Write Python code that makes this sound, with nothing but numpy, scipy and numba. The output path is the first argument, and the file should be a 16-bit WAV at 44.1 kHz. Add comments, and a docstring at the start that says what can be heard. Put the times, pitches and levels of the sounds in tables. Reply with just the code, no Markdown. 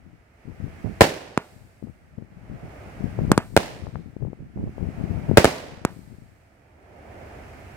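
"""A firework cake outdoors at night, heard through two microphone ports buffeted by wind throughout.
At 1 s a shell already aloft bursts: a shock, a ground bounce, then echoes from the surroundings.
From 1.4 s tubes thump at ground level and their shells hiss upward; three burst about 2 s after launch.
The bangs overload the recorder, whose gain ducks and then lets the outdoor rush swell back.
A last tube fires at 5.9 s and its hiss fades."""
import sys
import numpy as np
from scipy import signal
from scipy.fft import rfft, irfft
from scipy.io import wavfile
from scipy.ndimage import uniform_filter1d
from numba import njit

SR = 44100
rng = np.random.default_rng(int(sys.argv[2]) if len(sys.argv) > 2 else 0)


def generate_wav(signal):
    """Clip the signal to [-1, 1] and save it as 16-bit WAV at the path in sys.argv[1]."""
    frames = np.transpose(np.atleast_2d(signal))
    scaled = np.clip(frames, -1, 1) * 32767
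    pcm = np.round(scaled).astype(np.int16)
    wavfile.write(sys.argv[1], SR, pcm)


N = 342216
T = np.arange(N) / SR
HZ = np.maximum(np.arange(N // 2 + 1) * SR / N, 1)

# lift charges: (time [s], level [dB], push length [ms], crack re level [dB])
LAUNCHES = [(1.3759, 18, 0.4, -28), (3.317, 15, 0.39, -22), (3.3777, 20.5, 0.39, -24.5),
            (5.8502, 16.5, 0.56, -20)]
# shell bursts: (time [s], level [dB], N-wave length [ms], ground bounce lag [ms], echo level [dB])
BURSTS = [(1.0087, 18, 1.15, 8.8, -16.5), (3.5655, 20.5, 1.2, 8.85, -21.5),
          (5.3725, 19.5, 1.25, 8.8, -19.5), (5.4447, 17.5, 1.29, 9.05, -18.5)]
# gusts: (start [s], level [dB], length [s], left minus right [dB])
GUSTS = [(0.449, -23, 0.059, 31), (0.595, -22, 0.069, 28), (0.84, -21.5, 0.045, -44),
         (1.52, -31.5, 0.13, 25), (1.825, -19, 0.062, 28), (2.173, -17.5, 0.032, 32),
         (2.494, -23, 0.045, 14), (2.621, -30.5, 0.028, -3), (3.001, -21.5, 0.072, 31),
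         (3.181, -21.5, 0.099, 29), (3.82, -16.5, 0.055, 18), (3.93, -17, 0.069, 15),
         (4.201, -10, 0.07, 30), (4.386, -22.5, 0.055, -12), (4.556, -18.5, 0.115, -1.5),
         (4.792, -18.5, 0.084, 38), (4.972, -22, 0.21, 35), (5.28, -15, 0.048, 25)]
# hard eddies at the windward port: (time [s], level [dB], centre [Hz])
HARD_EDDIES = [(1.827, -5.5, 214), (1.872, -12, 260), (2.186, -9.5, 231), (2.224, -14, 256),
               (3.19, -7.5, 302), (3.869, -4, 405), (3.957, -2, 650), (4.167, -2.5, 199), (4.225, -3, 234),
               (4.251, -3.5, 258), (4.332, -4, 270), (4.575, -10, 330), (4.782, -10.5, 298),
               (5.314, -0.5, 218)]
# breeze envelope: (time [s], relative level [dB], left minus right [dB])
BREEZE = [(.17, -31.5, 25), (.33, -65, 5), (0.698, -42, 2.5), (1.4, -53, -1.5), (2.4, -30.5, 13.5),
          (2.9, -50.5, 2), (3.249, -21, 7), (4.15, -25.5, 19), (4.7, -34.5, 9), (5.2, -30, 6),
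          (5.549, -33.5, 9), (5.701, -30.5, 15), (6.219, -26, 18), (6.45, -56, -2)]
# noise spectra: (frequency [Hz], relative level [dB])
FUSE_SPECTRUM = [(1500, -8), (2100, -2), (3000, -6), (4500, 0), (6200, -4), (8200, 0), (11000, -7),
                 (13500, -5), (15500, -12)]
WASH_SPECTRUM = [(50, -7.5), (120, -2.5), (280, -0.5), (580, 2.5), (850, -2.5), (1250, -9), (1800, -6),
                 (3200, -12), (5000, -13), (9000, -21.5), (15000, -28.5)]
FAR_ECHO_SPECTRUM = [(40, -13.5), (140, -5), (350, -1), (500, -2), (690, 1), (1100, -11.5), (2500, -20.5),
                     (6000, -56)]
WIND_SPECTRUM = [(20, -27), (50, -4.5), (110, 9.5), (200, 4), (320, -14.5), (500, -22), (1000, -36),
                 (3000, -73)]
RUSH_SPECTRUM = [(18, -38), (30, -12.5), (75, 3), (139, -5.5), (167, -14.5), (195, -9.5), (374, -13.5),
                 (538, -16), (662, -12), (1060, -22.5), (1140, -21.5), (1240, -18.5), (2190, -19),
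                 (3590, -35.5), (5000, -35), (15000, -46)]
# port colour: (frequency [Hz], left minus right [dB])
PORT_BALANCE = [(100, -0.5), (600, -4.5), (1500, -1.5), (2800, -6), (4200, 3), (6000, -1.5), (8000, 6.5),
                (11000, 4), (15000, 4.5)]


def undb(db):
    """Decibels to gain."""
    return 10 ** (np.asarray(db) / 20)


def unit(x):
    """Scale to rms 1."""
    return x / np.sqrt(np.mean(x ** 2))


def colour(points):
    """Gain per FFT bin from (Hz, dB) points."""
    hz, db = np.transpose(points)
    return undb(np.interp(np.log(HZ), np.log(hz), db))


def butter(x, hz, kind):
    """Causal second-order Butterworth filter."""
    return signal.sosfilt(signal.butter(2, hz, kind, fs=SR, output="sos"), x)


def noise(shape, hz, kind="band"):
    """Filtered noise, rms 1."""
    return unit(butter(rng.standard_normal(shape), hz, kind))


def port_noise(spectrum):
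    """Coloured noise, independent per port, rms 1."""
    return unit(irfft(rfft(rng.standard_normal((2, N))) * colour(spectrum), N))


def diffuse_noise(spectrum, coherent_hz=620):
    """Noise from all around, rms 1: the ports share bass but not treble."""
    mid, side = rfft(rng.standard_normal((2, N)))
    coherence = .97 * np.exp(-(HZ / coherent_hz) ** 2)
    pair = mid * np.sqrt(1 + coherence) + side * np.sqrt(1 - coherence) * np.array([[1], [-1]])
    return unit(irfft(pair * colour(spectrum), N))


def add(out, start_s, x):
    """Mix x in at start_s."""
    i = max(int(start_s * SR), 0)
    out[..., i:i + x.shape[-1]] += x[..., :N - i]


def fade(t, t60_s):
    """Exponential decay from t = 0."""
    return np.exp(-np.log(1000) * np.maximum(t, 0) / t60_s) * (t >= 0)


def pan(pan_db):
    """Left and right gains; the louder port gets 1."""
    return undb(np.minimum(np.vstack([pan_db, -pan_db]), 0))


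def from_left(x, lag_s=5 / SR):
    """A wave front that reaches the left port first."""
    t = T[:len(x)]
    return np.array([x, np.interp(t - lag_s, t, x, left=0)])


def bursts(ring_hz=(580, 440), boom_hz=70, bounce_db=-3.5):
    """An N-wave rings each port cavity and scatters nearby; its ground bounce adds a low boom."""
    out, t = np.zeros((2, N)), T[:SR // 8]
    shape = (2, len(t))
    for start_s, db, length_ms, bounce_ms, _ in BURSTS:
        age = t / (length_ms / 1000)
        n_wave = (1 - 2 * age ** .55) * (age < 1)
        shock = from_left(butter(n_wave, 150, "high"))
        ring = undb(-8) * pan(4) * np.cos(2 * np.pi * np.outer(ring_hz, t)) * fade(t, t60_s=.03)
        scatter = undb(-19) * noise(shape, [1000, 2000]) * fade(t, t60_s=.046)
        crack = undb(-17) * pan(7) * butter(rng.standard_normal(shape), 9900, "low") * fade(t, .017)
        boom = undb(-14.5) * np.cos(2 * np.pi * boom_hz * t) * fade(t, t60_s=.043)
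        bounce = butter(shock, 8000, "low") + boom
        add(out, start_s, undb(db) * (shock + ring + scatter + crack))
        add(out, start_s + bounce_ms / 1000, undb(db + bounce_db) * bounce)
    return out


def launches(bounce_s=.0008, tube_hz=290):
    """Tube-mouth blast: a push and longer suction, with ground bounce, ring, scatter and gas crack."""
    out, t = np.zeros((2, N)), T[:SR // 4]
    for start_s, db, push_ms, crack_db in LAUNCHES:
        age = t / (push_ms / 1000)
        pressure = (1 - age) * np.exp(-.7 * age)
        blast = butter(butter(pressure, 2400, "low"), 130, "high")
        bounce = undb(-10) * np.interp(t - bounce_s, t, blast, left=0)
        ring = undb(-25) * np.sin(2 * np.pi * tube_hz * t) * fade(t, t60_s=.006)
        scatter = undb(-40) * noise(len(t), [180, 1500]) * fade(t, t60_s=.24)
        crack = undb(crack_db) * pan(11) * noise((2, len(t)), [4100, 9500]) * fade(t, t60_s=.012)
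        add(out, start_s, undb(db) * (from_left(blast + bounce + ring + scatter) + crack))
    return out


def fuse_hiss(level_db=-46, catch_s=.056, t60_s=2.1):
    """Each fuse catches, hisses and fades as its shell climbs."""
    power = sum((np.clip((T - s) / catch_s, 0, 1) * fade(T - s, t60_s)) ** 2 for s, *_ in LAUNCHES)
    return undb(level_db) * np.sqrt(power) * port_noise(FUSE_SPECTRUM)


def near_echoes(gain_db=7, delay_s=.033, spread_s=.009):
    """Close walls and trees return each burst in a tight cluster."""
    cluster = sum(undb(db) * np.exp(-((T - s - delay_s) / spread_s) ** 2) for s, *_, db in BURSTS)
    return undb(gain_db) * cluster * unit(butter(diffuse_noise(WASH_SPECTRUM), [130, 1900], "band"))


def echo_wash(gain_db=2, build_s=.015, early_t60_s=.48, late_t60_s=1.14, grain_db=1.3):
    """Trees and houses scatter each burst: early splash, longer wash; air absorbs treble first."""
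    spectrum = rfft(diffuse_noise(WASH_SPECTRUM))
    out, t = np.zeros((2, N)), T[:2 * SR]
    envelope = np.hypot(fade(t, late_t60_s), undb(6) * fade(t, early_t60_s)) * np.minimum(t / build_s, 1)
    for hz in 2. ** np.arange(5, 15):
        octave = irfft(spectrum * np.maximum(1 - abs(np.log2(HZ / hz)), 0), N)
        tail = envelope * fade(t, t60_s=20000 / hz)
        power = np.zeros(N)
        for start_s, *_, echo_db in BURSTS:
            add(power, start_s, (undb(echo_db) * tail) ** 2)
        out += octave * np.sqrt(power)
    grain = unit(uniform_filter1d(rng.standard_normal(N), size=130))  # single reflectors stand out
    return out * undb(gain_db + grain_db * grain)


def far_echo(level_db=-45, delay_s=1.65, spread_s=.34):
    """Each burst rolls back from far away, soft and dull."""
    power = sum(np.exp(-((T - s - delay_s) / spread_s) ** 2) for s, *_ in BURSTS)
    return undb(level_db) * np.sqrt(power) * diffuse_noise(FAR_ECHO_SPECTRUM)


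def wind(fine_hz=340, lee_db=30):
    """Port turbulence: stronger wind sheds more fine eddies; hard eddies flick the left port."""
    strength = wind_strength()
    out = strength * turbulence()
    out += undb(-13) * strength ** 1.3 * eddy_stream(fine_hz, spread_db=3.5)
    t = T[:SR // 4] - 1 / 8
    for centre_s, db, hz in HARD_EDDIES:
        core = undb(-24) * vortex(t, 3 * hz)
        add(out, centre_s + t[0], undb(db) * pan(lee_db) * (vortex(t, hz) + core))
    return out


def wind_strength(breeze_trim_db=-2, flutter_db=4, flutter_hz=12, rise_s=.0061, fall_s=.024):
    """Pressure envelope per port: a restless breeze plus gusts that rise, hold and fall."""
    times_s, levels_db, pans_db = np.transpose(BREEZE)
    flutter = noise((2, N), flutter_hz, "low")
    breeze_db = np.interp(T, times_s, levels_db) + flutter_db * flutter + breeze_trim_db
    power = (undb(breeze_db) * pan(np.interp(T, times_s, pans_db))) ** 2
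    t = T[:SR // 2]
    for start_s, db, length_s, pan_db in GUSTS:
        swell = np.minimum(t / rise_s, 1) * np.exp(-np.maximum(t - length_s, 0) / fall_s)
        add(power, start_s, (undb(db) * pan(pan_db) * swell) ** 2)
    return np.sqrt(power)


def turbulence():
    """Eddies of three sizes on a smoother rumble, levelled to a running rms of 1."""
    out = undb(-2) * port_noise(WIND_SPECTRUM)
    for hz, db in [(60, -6.5), (130, 1), (210, -12.5)]:
        out += undb(db) * eddy_stream(hz, spread_db=3)
    return out / np.sqrt(uniform_filter1d(out ** 2, size=3000))


def eddy_stream(hz, spread_db, rate_per_s=130):
    """Eddies of one width, random in time and strength, independent per port."""
    arrivals = rng.random((2, N)) < rate_per_s / SR
    kicks = arrivals * rng.standard_normal((2, N)) * undb(spread_db * rng.standard_normal((2, N)))
    eddy = vortex(T[:SR // 10] - 1 / 20, hz)
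    return unit(signal.fftconvolve(kicks, eddy[None], "same", axes=1))


def vortex(t, hz):
    """Pressure of a passing eddy: the core sucks, the rim pushes."""
    distance_sq = (np.pi * hz * t) ** 2
    return (3 * distance_sq - 1) / (1 + distance_sq) ** 3


def outdoor_rush(level_db=-43):
    """Steady rush of night air and distant surroundings."""
    return undb(level_db) * diffuse_noise(RUSH_SPECTRUM)


def scene():
    """Sum at the two ports."""
    fireworks = launches() + fuse_hiss() + bursts()
    echoes = near_echoes() + echo_wash() + far_echo()
    return fireworks + echoes + outdoor_rush() + wind()


@njit
def slew(target, attack_s, release_s):
    """Follow a 0-1 target: exponential rise, linear fall that eases near zero."""
    out, level = np.empty(len(target)), target[0]
    for i in range(len(target)):
        if target[i] > level:
            level += (target[i] - level) / (SR * attack_s)
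        else:
            level -= min(1., 3 * (level - target[i])) / (SR * release_s)
        out[i] = level
    return out


def gain_control(x, depth_db=13.5, attack_s=.039, hold_s=.91, release_s=.5, first_hold_s=.3):
    """Overload of both ports ducks the gain and holds it; the gain starts ducked."""
    overload = abs(x).min(axis=0) > 1
    last_overload_s = np.maximum.accumulate(np.where(overload, T, first_hold_s - hold_s))
    held = 1. * (T - last_overload_s < hold_s)
    return x * undb(-depth_db * slew(held, attack_s, release_s))


def record(dry, ceiling=.93, cutoff_hz=15800):
    """Port colour, gain control, clipping, treble cut-off."""
    port_gains = colour(PORT_BALANCE) ** np.array([[.5], [-.5]])
    ducked = gain_control(irfft(rfft(dry) * port_gains, N))
    clipped = ducked / (1 + (ducked / ceiling) ** 6) ** (1 / 6)
    return signal.sosfilt(signal.ellip(10, .1, 90, cutoff_hz, fs=SR, output="sos"), clipped)


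dry = scene()
out = record(dry)
generate_wav(out)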